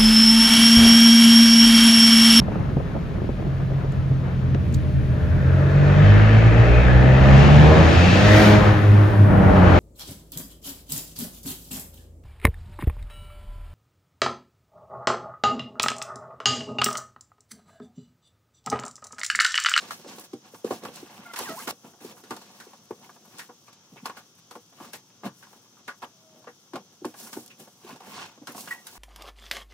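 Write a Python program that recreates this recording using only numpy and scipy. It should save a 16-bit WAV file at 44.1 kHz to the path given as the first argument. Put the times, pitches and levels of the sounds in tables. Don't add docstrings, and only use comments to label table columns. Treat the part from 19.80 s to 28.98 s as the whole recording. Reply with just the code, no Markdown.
import sys
import numpy as np
from scipy import signal
from scipy.fft import rfft, irfft, next_fast_len
from scipy.io import wavfile
from scipy.ndimage import uniform_filter1d

SR = 44100
rng = np.random.default_rng(int(sys.argv[2]) if len(sys.argv) > 2 else 0)


def magnitude_from_level(level_db):
    exponent = np.asarray(level_db, float) / 20
    return 10 ** exponent


def materialize(psi):
    bounded = np.clip(np.atleast_2d(psi).T, -1, 1)
    quanta = np.round(bounded * 32767).astype(np.int16)
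    wavfile.write(sys.argv[1], SR, quanta)


N = 404838


def rms_one(x):
    return x / np.sqrt(np.mean(x ** 2) + 1e-20)


def coloured(x, spectrum):
    size = next_fast_len(len(x))
    hz, level_db = np.transpose(spectrum)
    bins_hz = np.maximum(np.arange(size // 2 + 1) * SR / size, 1)
    gain = magnitude_from_level(np.interp(np.log(bins_hz), np.log(hz), level_db))
    return irfft(rfft(x, size) * gain, size)[:len(x)]


def filtered(x, order, hz, kind="low"):
    return signal.sosfilt(signal.butter(order, hz, kind, fs=SR, output="sos"), x)


def drift(rate_hz):
    r = np.exp(-2 * np.pi * rate_hz * 40 / SR)
    chance = rng.standard_normal(N // 40 + 2002)
    slow = rms_one(signal.lfilter([1], [1, -2 * r, r * r], chance)[2000:])
    return np.interp(np.arange(N) / 40, np.arange(len(slow)), slow)


def grains(per_s, spread_db, smooth):
    sizes = magnitude_from_level(spread_db * np.minimum(rng.exponential(1, N), 4)) * rng.choice([-1, 1], N)
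    slips = sizes * (rng.random(N) < per_s / SR)
    return rms_one(rms_one(slips) + smooth * rng.standard_normal(N))


def fading(t, t60_s):
    return magnitude_from_level(-60 * t / t60_s)


def add(out, start_s, sound):
    i = round(start_s * SR)
    out[i:i + len(sound)] += sound[:len(out) - i]


# pitch_hz, level_db, t60_s
PANEL_MODES = [(131.5, -4.5, 0.14), (233.2, 6, 0.058), (308.2, -6, 0.11), (420, 3, 0.043), (482, 2, 0.059),
               (606, -9, 0.084), (781, 2.5, 0.038), (1040, -22, 0.039), (1390, -13, 0.034)]
# start_s, peak_db, panel_pitch_hz
PRESSES = [(0.26, -31, 490), (0.243, -35, 346), (0.379, -34, 420), (0.735, -32.5, 473), (0.843, -17, 439),
           (0.906, -15, 466), (0.924, -27, 580), (1.033, -29, 453), (1.085, -33, 493), (1.225, -31, 366),
           (1.533, -35, 475), (1.607, -27, 443), (1.688, -28.5, 400), (1.869, -31, 307),
           (1.923, -34.5, 514), (2.244, -26.5, 406), (2.866, -37, 418), (3.105, -23, 415),
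           (4.223, -32.5, 205), (5.005, -35.5, 279), (6.933, -27, 310), (7.216, -30, 345),
           (8.043, -34.5, 344), (8.613, -34.5, 249)]
# start_s, peak_db, panel_pitch_hz
KNOCKS = [(0.023, -37.5, 597), (0.53, -25.5, 345), (1.049, -30.5, 470), (1.383, -36.5, 191),
          (1.694, -32, 238), (2.038, -39, 254), (2.21, -37, 400), (2.434, -39, 402), (2.505, -25, 392),
          (3.692, -38.5, 477), (4.117, -35.5, 201), (4.709, -42, 476), (4.755, -35, 477), (5.135, -36, 604),
          (5.434, -46, 363), (5.458, -24.5, 195), (6.079, -40, 485), (6.226, -42, 545), (6.671, -32, 514),
          (6.952, -26.5, 634), (7.249, -22.5, 342), (7.565, -27, 347), (8.572, -46, 300),
          (8.119, -36.5, 231), (8.686, -34.5, 338), (8.744, -39, 240)]


def thuds():
    out, t = np.zeros(N), np.arange(SR // 4) / SR
    hz, level_db, t60_s = np.transpose(PANEL_MODES)[:, :, None]
    blows = [(*row, 0.063) for row in PRESSES] + [(*row, 0.12) for row in KNOCKS]
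    chance = rng.standard_normal((len(blows), len(PANEL_MODES), 1))
    for (start_s, peak_db, pitch_hz, ring_s), own in zip(blows, chance):
        cycles = pitch_hz * t
        throb = np.sin(2 * np.pi * (cycles - 0.5 * np.exp(-cycles / 0.71)))
        throb *= np.exp(-((cycles - 2.3) / 1.24) ** 2)
        near_db = -4.5 * np.abs(np.log2(hz / pitch_hz))
        near_db -= 4.9 * np.maximum(np.log2(pitch_hz / hz) - 0.9, 0)
        fall_db = -60 * t / (t60_s * ring_s / 0.072)
        modes = magnitude_from_level(level_db + near_db + 1.95 * own + fall_db) * np.sin(2 * np.pi * hz * t + own)
        box = 0.47 * modes.sum(axis=0) * (1 - np.exp(-(cycles / 2.53) ** 2))
        add(out, start_s, magnitude_from_level(peak_db) * (magnitude_from_level(0.24 * (peak_db + 17.5)) * throb + box))
    return out


# start_s, peak_db, ring_hz, treble_db
SNAPS = [(0.107, -25, 1270, -4.5), (0.383, -43, 1150, 6.5), (0.532, -44, 1260, 4.5), (0.744, -42, 1160, -1),
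         (1.035, -39, 993, 1), (1.05, -31.5, 1170, -3.5), (1.536, -34, 1330, 3), (1.874, -28.5, 1490, -7),
         (2.567, -37.5, 1020, -3), (2.932, -42, 800, -6), (3.108, -34.5, 805, -13),
         (3.293, -42.5, 1060, -18), (4.159, -46.5, 855, -6), (4.256, -26, 1170, 0), (4.296, -30, 1030, -11),
         (4.753, -37, 930, -6.5), (6.934, -36, 1180, -5), (6.956, -29, 1000, -5.5), (7.246, -26, 815, -11),
         (7.34, -43.5, 980, -3), (7.567, -38.5, 846, -16), (8.748, -35, 835, -16), (8.779, -35.5, 960, 0),
         (8.874, -35.5, 1500, -2.5), (7.874, -43.5, 770, -18), (0.19, -57, 660, -11),
         (0.246, -39.5, 800, -12), (8.88, -42, 2700, -7), (1.882, -33, 800, -7), (1.169, -42, 1200, 0),
         (2.136, -48, 700, -15), (2.186, -57, 800, -15), (3.214, -52, 900, -7), (3.361, -50, 900, -10),
         (3.451, -49, 950, -5), (4.347, -50, 1100, -18), (4.925, -51, 900, -10), (5.76, -53, 600, -15),
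         (5.73, -48, 1000, -10), (6.642, -49, 900, -20), (8.159, -44, 880, 1), (8.265, -53, 800, -12),
         (8.576, -45.5, 600, -13), (8.858, -52, 3470, -7), (9.153, -45.5, 1000, -15),
         (0.313, -49, 700, -10), (1.584, -42, 880, -15)]
# start_s, peak_db, ring_hz, treble_db
SLAPS = [(0.845, -38, 1160, 0), (0.907, -26, 851, -10), (1.561, -33, 1890, 2.5), (1.589, -30, 1040, -15),
         (2.246, -47, 890, -9), (2.507, -29.5, 1110, -5), (2.8, -41.5, 1550, 2), (3.592, -34.5, 1780, -1),
         (3.88, -46.5, 1090, -4), (4.37, -40, 1340, -6), (4.709, -40.5, 1150, -0.5),
         (5.001, -38.5, 930, -25), (5.133, -39.5, 1940, 6), (5.434, -34, 921, -23),
         (5.467, -35.5, 1100, -8), (5.626, -46, 1550, -11), (5.968, -54, 1230, -11),
         (6.079, -32.5, 1390, -5), (6.08, -36.5, 1880, -15), (6.088, -34, 1360, -20), (7.528, -41, 1390, 6),
         (8.203, -40.5, 890, -6.5), (8.671, -35, 1390, 1.5), (8.91, -35, 1530, -7), (8.914, -47, 2500, -10),
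         (8.917, -54, 1250, -15), (2.615, -47, 885, 3.5), (2.368, -50.5, 1300, -8), (2.043, -50, 980, -18),
         (2.437, -48, 1450, 2.5), (8.092, -39.5, 1000, -16), (8.617, -53, 785, -14),
         (5.669, -50.5, 1000, -10), (9.067, -45.5, 1460, 6.5)]
# start_s, peak_db, ring_hz, treble_db
SCUFFS = [(3.688, -36, 980, -18), (6.219, -26.5, 1210, -9), (6.224, -28.5, 930, -20),
          (6.668, -32, 1220, -30), (6.669, -39.5, 1800, -25), (4.17, -41, 2400, -12),
          (5.04, -37, 1100, -10), (8.918, -38, 2500, -15), (7.7, -39, 2600, -12), (9.6, -42, 2200, -10),
          (8.685, -38, 1940, -10), (0.02, -37, 1200, -10), (3.87, -48.5, 2300, -10)]


def cracks():
    out, t = np.zeros(N), np.arange(SR // 8) / SR
    kinds = [(SNAPS, 0.069, 0.00046), (SLAPS, 0.13, 0.00046), (SCUFFS, 0.1, 0.011)]   # t60_s, rise_s
    for rows, t60_s, rise_s in kinds:
        for start_s, peak_db, ring_hz, treble_db in rows:
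            breaks, spit = rng.standard_normal((2, len(t)))
            ring = [1, -2 * 0.97 * np.cos(2 * np.pi * ring_hz / SR), 0.97 ** 2]
            flap = [ring_hz / 3, min(ring_hz * 27, SR / 2 - 2000)]
            body = filtered(signal.lfilter([1], ring, breaks), 1, flap, "band")
            body = rms_one(body) * fading(t, t60_s)
            body = 2 * body / np.abs(body).max()
            top = magnitude_from_level(treble_db) * filtered(spit, 1, [1900, 7000], "band") * fading(t, t60_s)
            add(out, start_s, magnitude_from_level(peak_db - 3.5) * (body + top) * (1 - np.exp(-t / rise_s)))
    return out


# time_s, slips_per_s, level_db, tilt_db (all overtones alike, against the fundamental)
SQUEAKS = [
    [(1.45, 730, -70, 10), (1.465, 700, -56, 9), (1.487, 685, -60, -4), (1.503, 695, -54, 6),
     (1.52, 680, -57, 7), (1.53, 670, -70, 9)],
    [(1.645, 1040, -52, -2), (1.66, 960, -49, -1), (1.675, 820, -50, 3), (1.687, 740, -54, 11),
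     (1.697, 650, -44, 4), (1.715, 640, -40, -7), (1.75, 655, -42, -16), (1.762, 760, -51, -20),
     (1.775, 900, -42, -25), (1.8, 1300, -46, -25), (1.812, 1350, -56, -25)],
    [(1.785, 1450, -62, -30), (1.8, 1620, -48, -30), (1.815, 1700, -62, -30)],
    [(1.79, 2050, -62, -30), (1.807, 2150, -50, -30), (1.82, 2200, -62, -30)],
    [(8.905, 1950, -55, -30), (8.911, 1940, -31, -27), (8.927, 1910, -33, -27), (8.942, 1945, -54, -22),
     (8.947, 1960, -48, -26), (8.972, 1950, -66, -36), (8.981, 1940, -50, -36), (9.025, 1930, -70, -36)],
    [(6.3, 645, -82, -25), (6.35, 655, -69, -25), (6.39, 645, -74, -25), (6.45, 638, -63, -25),
     (6.62, 622, -65, -25), (6.67, 620, -84, -25)],
]
ROUGHNESS = [.5, .7, 1, 1, .55, .25]


def squeaks():
    out, waver, beat, jitter = np.zeros(N), drift(89), drift(140), drift(300)
    for rows, rough in zip(SQUEAKS, ROUGHNESS):
        time_s, *columns = np.transpose(rows)
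        at = np.arange(round(time_s[0] * SR), round(time_s[-1] * SR))
        per_s, level_db, tilt_db = [np.interp(at / SR, time_s, c) for c in columns]
        unsteady = 1 + rough * (0.022 * waver[at] + 0.03 * jitter[at])
        turn = 2 * np.pi * (np.cumsum(per_s * unsteady) / SR + rng.random())
        for k, shape_db in enumerate([0, 0, -6, -2]):
            dull_db = 0
            if k in (1, 2):
                dull_db = -60 * np.clip(np.log2((k + 1) * per_s / 2050), 0, 0.2)
            elif k == 3:
                dull_db = -40 * (per_s < 1800)
            beat_db = 3 * rough * np.roll(beat, k * 3000)[at]
            overtone_db = level_db + 4.5 + dull_db + min(k, 1) * tilt_db + shape_db + beat_db
            out[at] += magnitude_from_level(overtone_db) * np.sin((k + 1) * turn)
    return out


# peak_s, slide_s, rumble_db, scrape_db, rustle_db
JERKS = [(0.001, 0.33, -55.5, -54, -48), (0.12, 0.044, -55, -52, -41.5), (0.3, 0.15, -48, -51.5, -47.5),
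         (0.41, 0.025, -62, -63, -47), (0.87, 0.074, -44.5, -54, -50), (1.592, 0.12, -69, -40, -40),
         (2.05, 0.088, -51, -55.5, -61.5), (2.25, 0.17, -48.5, -68, -55.5), (2.53, 0.32, -56, -62, -53.5),
         (4.265, 0.08, -57, -45.5, -52), (5.14, 0.043, -63, -48.5, -45.5), (5.6, 0.44, -84, -73, -67),
         (6.08, 0.04, -54, -78, -53), (6.95, 0.056, -40, -47, -60), (7.26, 0.075, -50, -54, -54),
         (7.54, 0.16, -52, -61, -49), (3.588, 0.077, -62, -54, -47), (4.372, .06, -57, -53, -53),
         (3.93, 0.019, -72, -72, -52.5), (4.587, 0.055, -66, -65, -60), (4.17, 0.043, -57, -53.5, -66),
         (7.39, 0.11, -62, -60, -49.5), (7.47, 0.041, -59, -51.5, -47), (7.805, 0.082, -51.5, -57.5, -53),
         (8.69, 0.07, -49.5, -52, -52), (8.78, .15, -53, -57, -54), (9.08, 0.25, -57.5, -59, -52)]
# middle_s, half_length_s, rumble_db, scrape_db, rustle_db
SWEEPS = [(0.67, 0.041, -55, -55, -57.5), (0.205, 0.021, -50.5, -72, -63), (0.45, 0.022, -54, -61, -49.5),
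          (0.77, 0.095, -59, -64.5, -59.5), (1.815, 0.087, -52.5, -49.5, -45.5),
          (1.926, 0.0091, -60, -68, -66), (2.31, 0.048, -56, -57, -69), (2.39, .035, -70, -60, -60),
          (2.47, 0.03, -82, -62, -74), (5.31, 0.027, -69, -64.5, -75), (5.64, 0.036, -78, -62, -59),
          (5.74, 0.13, -62.5, -66, -63.5), (6.0, 0.022, -59, -63, -73), (8.28, 0.023, -47, -58, -71),
          (8.425, 0.058, -61, -45, -58), (8.635, 0.019, -58, -78, -68), (7.13, 0.026, -63, -67, -66),
          (6.86, 0.017, -73, -74, -76), (0.94, 0.079, -48, -51.5, -47), (1.065, 0.059, -44.5, -47, -52.5),
          (1.18, 0.088, -54, -66, -50), (1.38, 0.37, -58.5, -54, -58.5), (1.69, 0.13, -51, -48.5, -47),
          (1.885, 0.025, -40.5, -49, -51), (2.82, 0.32, -66.5, -62, -59.5), (3.28, 0.33, -61, -71, -63.5),
          (3.55, 0.065, -59, -60, -54.5), (3.245, 0.032, -59, -55, -54), (4.1, 0.2, -75, -69, -70),
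          (4.75, 0.11, -79, -81, -62.5), (5.04, 0.096, -51.5, -55, -53), (5.462, 0.025, -34, -41, -47),
          (6.55, 0.11, -59.5, -68, -83), (7.44, 0.1, -52.5, -58.5, -53), (8.1, 0.089, -49.5, -50.5, -51),
          (8.37, 0.15, -50.5, -45.5, -48.5), (8.8, 0.11, -55, -59, -51.5), (8.92, 0.11, -56.5, -53, -53.5),
          (9.179, 0.023, -62, -51, -66)]
# rumble_db, scrape_db, rustle_db
REST_DB = [-72, -73, -67]


def strokes():
    t = np.arange(N // 40 + 1) * 40 / SR
    power = np.outer(magnitude_from_level(REST_DB) ** 2, np.ones(len(t)))
    for rows, rise, bend in [(JERKS, 0.27, 1.22), (SWEEPS, 1, 1.56)]:
        for peak_s, length_s, *levels_db in rows:
            away = np.abs(t - peak_s) / (max(length_s, 0.01) * np.where(t < peak_s, rise, 1))
            drop_db = 15 * np.minimum(away, 9) ** bend
            power += magnitude_from_level(np.array(levels_db)[:, None] - drop_db) ** 2
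    return [10 * np.log10(np.interp(np.arange(N) / SR, t, p)) for p in power]


# start_s, end_s, scrape_db, rustle_db
SHOVES = [
    (1.56, 1.581, -47, -50),
    (1.873, 1.912, -37.5, -41),
    (2.205, 2.328, -57.5, -58),
    (6.219, 6.254, -49, -59),
    (7.53, 7.545, -46, -54),
    (8.367, 8.464, -52.5, -64),
]


def shoves():
    gains = np.zeros((2, N))
    for start_s, end_s, *levels_db in SHOVES:
        gains[:, round(start_s * SR):round(end_s * SR)] = magnitude_from_level(levels_db)[:, None]
    return uniform_filter1d(gains, size=200)


def corrugations(per_s, spread_db, cycles):
    slips, dealt = grains(per_s, spread_db, 0.74), rng.integers(0, 12, N)
    out, patches_db = np.zeros(N), 1.5 * drift(14)
    for k, hz in enumerate(np.geomspace(600, 6000, num=12)):
        r = np.exp(-np.log(1000) * hz / cycles / SR)
        ring = [1, -2 * r * np.cos(2 * np.pi * hz / SR), r * r]
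        rung = rms_one(signal.lfilter([1], ring, slips * (dealt == k)))
        out += rung * np.sqrt(hz) * magnitude_from_level(np.roll(patches_db, k * N // 12))
    return rms_one(out)


# time_s, effort_db, fibre_brightness_db, left_right_db
GRIP = [(0.0, -57, -5, -1.5), (0.02, -52, -13.5, 0), (0.82, -63, -4, 2), (0.87, -50, -2.5, 0),
        (1.48, -62, -9.5, 2), (1.58, -43, -2.5, 0.5), (1.84, -54, -3, 1), (1.89, -39, -9, -0.5),
        (1.94, -63, 2.5, 3), (2.56, -56, -9, 1), (2.86, -60, -7, 3), (7.03, -62, -6.5, 4.0),
        (7.47, -55, -2.5, 0.5), (7.9, -64, -2.5, 3.0), (8.44, -49, -12.5, -0.5), (8.51, -66, -9, 3.5),
        (8.79, -52, -1, 0), (9.18, -60, -4.5, 2)]


def along(column):
    rows = np.array(GRIP)
    return np.interp(np.arange(N) / SR, rows[:, 0], rows[:, column])


# pitch_hz, level_db (per Hz)
RUMBLE = [(41, -59), (70, -25), (112, -6), (226, 1), (274, -5), (408, -4.5), (680, -7.5), (800, -10),
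          (1040, -89), (1760, -120)]
# pitch_hz, level_db (per Hz)
SCRAPE = [(350, 3.5), (650, -5.5), (850, 5), (1800, -6), (3000, -6), (5000, -17), (9000, -36)]
# pitch_hz, level_db (per Hz)
RUSTLE = [(1760, -2.5), (3000, -3), (6710, -0.5), (7510, -2.5), (9070, -3.5), (11100, -3.5), (13200, -5.5),
          (16000, -2)]


def rubbing(flutter):
    rumble_db, scrape_db, rustle_db = strokes()
    shove_scrape, shove_rustle = shoves()
    rumble = magnitude_from_level(rumble_db + 2.1 * flutter + 0.81 * drift(6.4))
    rumble *= rms_one(coloured(grains(700, 3.5, 1.5), RUMBLE))
    scrape = (magnitude_from_level(scrape_db) + shove_scrape) * magnitude_from_level(0.6 * flutter + 1.0 * drift(30))
    scrape *= rms_one(coloured(corrugations(1100, 3.2, 15.7), SCRAPE))
    rustle = (magnitude_from_level(rustle_db) + shove_rustle) * magnitude_from_level(0.7 * flutter + 0.69 * drift(42))
    rustle *= rms_one(coloured(grains(1500, 5.5, 1.87), RUSTLE))
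    brightness_db = along(column=2)
    lean_db = 1.28 * drift(3.3) + 0.41 * (brightness_db - brightness_db.mean())
    dull = filtered(rustle, 2, 7500)
    low = filtered(dull, 2, 4200)
    patch_db = 1.8 * drift(18)
    dull_part = magnitude_from_level(-lean_db) * (magnitude_from_level(patch_db) * low + magnitude_from_level(patch_db[::-1]) * (dull - low))
    bright_part = magnitude_from_level(lean_db + np.roll(patch_db, N // 3)) * (rustle - dull)
    return rumble + scrape + dull_part + bright_part


# start_s, peak_db, pitch_hz
TICKS = [(0.1064, -40, 5890), (0.396, -30, 11400), (0.5317, -42, 5630), (1.1586, -30, 6740),
         (1.534, -34, 7810), (1.5597, -27, 5100), (1.589, -19, 9500), (1.79, -29.5, 6010),
         (2.507, -29.5, 5660), (2.565, -30.5, 5060), (3.5852, -31, 6500), (4.258, -42, 5360),
         (7.678, -35.5, 6540), (4.71, -34.5, 4650), (5.1326, -28.5, 9100), (6.079, -39, 6410),
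         (7.252, -28.5, 5040), (7.3846, -42, 5420), (7.531, -30.5, 7200), (7.661, -35, 9050),
         (7.797, -39, 6700), (8.671, -28, 6200), (8.7206, -32, 13500), (8.8073, -27.5, 5800),
         (8.8568, -38, 6400), (9.069, -26.5, 9420), (4.551, -49, 9000), (3.455, -47, 13000),
         (3.108, -48, 7900), (0.909, -40, 4000)]


def ticks():
    out, t = np.zeros(N), np.arange(SR // 20) / SR
    for start_s, peak_db, pitch_hz in TICKS:
        band = [pitch_hz / 1.5, min(pitch_hz * 1.5, 17000)]
        snap = filtered(rng.standard_normal(len(t)), 1, band, "band")
        add(out, start_s, magnitude_from_level(peak_db - 6.5) * snap * fading(t, 0.033))
    return out


def tail(t60_s):
    t = np.arange(SR // 4) / SR
    echo = rng.standard_normal(len(t)) * fading(t, t60_s)
    return echo / np.sqrt(np.sum(echo ** 2))


def in_room(box):
    walls = filtered(tail(t60_s=0.093), 1, 4200)
    return box + magnitude_from_level(-7.5) * signal.oaconvolve(box, walls)[:N]


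# pitch_hz, level_db (per Hz)
HISS = [(15, -65), (25, -35), (43, -23), (97, 3), (180, 2.5), (818, -15.5), (911, -18), (1370, -10.5),
        (1840, -43), (3250, -11.5), (4250, -20), (6050, -6), (8590, -30.5), (14800, -36), (16000, -38)]


def hiss():
    return magnitude_from_level(-61) * rms_one(coloured(rng.standard_normal(N), HISS))


def grainy(flutter):
    return in_room(rubbing(flutter) + cracks() + ticks()) + hiss()


# pitch_hz, level_db
PORTS = [(60, -27), (110, -28), (200, -16), (380, -13), (700, -11.5), (1290, -6.5), (2380, 1), (4400, 1),
         (8120, 0), (15000, 0)]
# pitch_hz, level_db
TREBLE_LEAN = [(60, -5), (110, -0.5), (200, -2.5), (380, -0.5), (700, -2), (1290, -1.5), (2380, -2),
               (4400, 0.5), (8120, -1), (15000, -1)]


def scene():
    flutter = drift(26.6)
    ringing, grain = in_room(thuds() + squeaks()), grainy(flutter)
    late = np.imag(signal.hilbert(0.65 * ringing + 0.21 * grain, next_fast_len(N)))[:N]
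    side = coloured(0.92 * grainy(flutter) - late, PORTS)
    left = coloured(ringing + grain + side, TREBLE_LEAN)
    right = ringing + grain - side
    pan_db = 0.33 * along(column=3)
    return np.array([left * magnitude_from_level(pan_db), right * magnitude_from_level(-pan_db)])


def low_pass(x):
    return signal.sosfilt(signal.butter(12, 15850, fs=SR, output="sos"), x)


def record(dry):
    mix = filtered(dry, 6, 107, "high") + magnitude_from_level(-22) * dry
    mix = signal.sosfilt(signal.cheby2(12, 70, 16900, fs=SR, output="sos"), mix)
    return low_pass(mix)


dry = scene()
out = record(dry)
materialize(out)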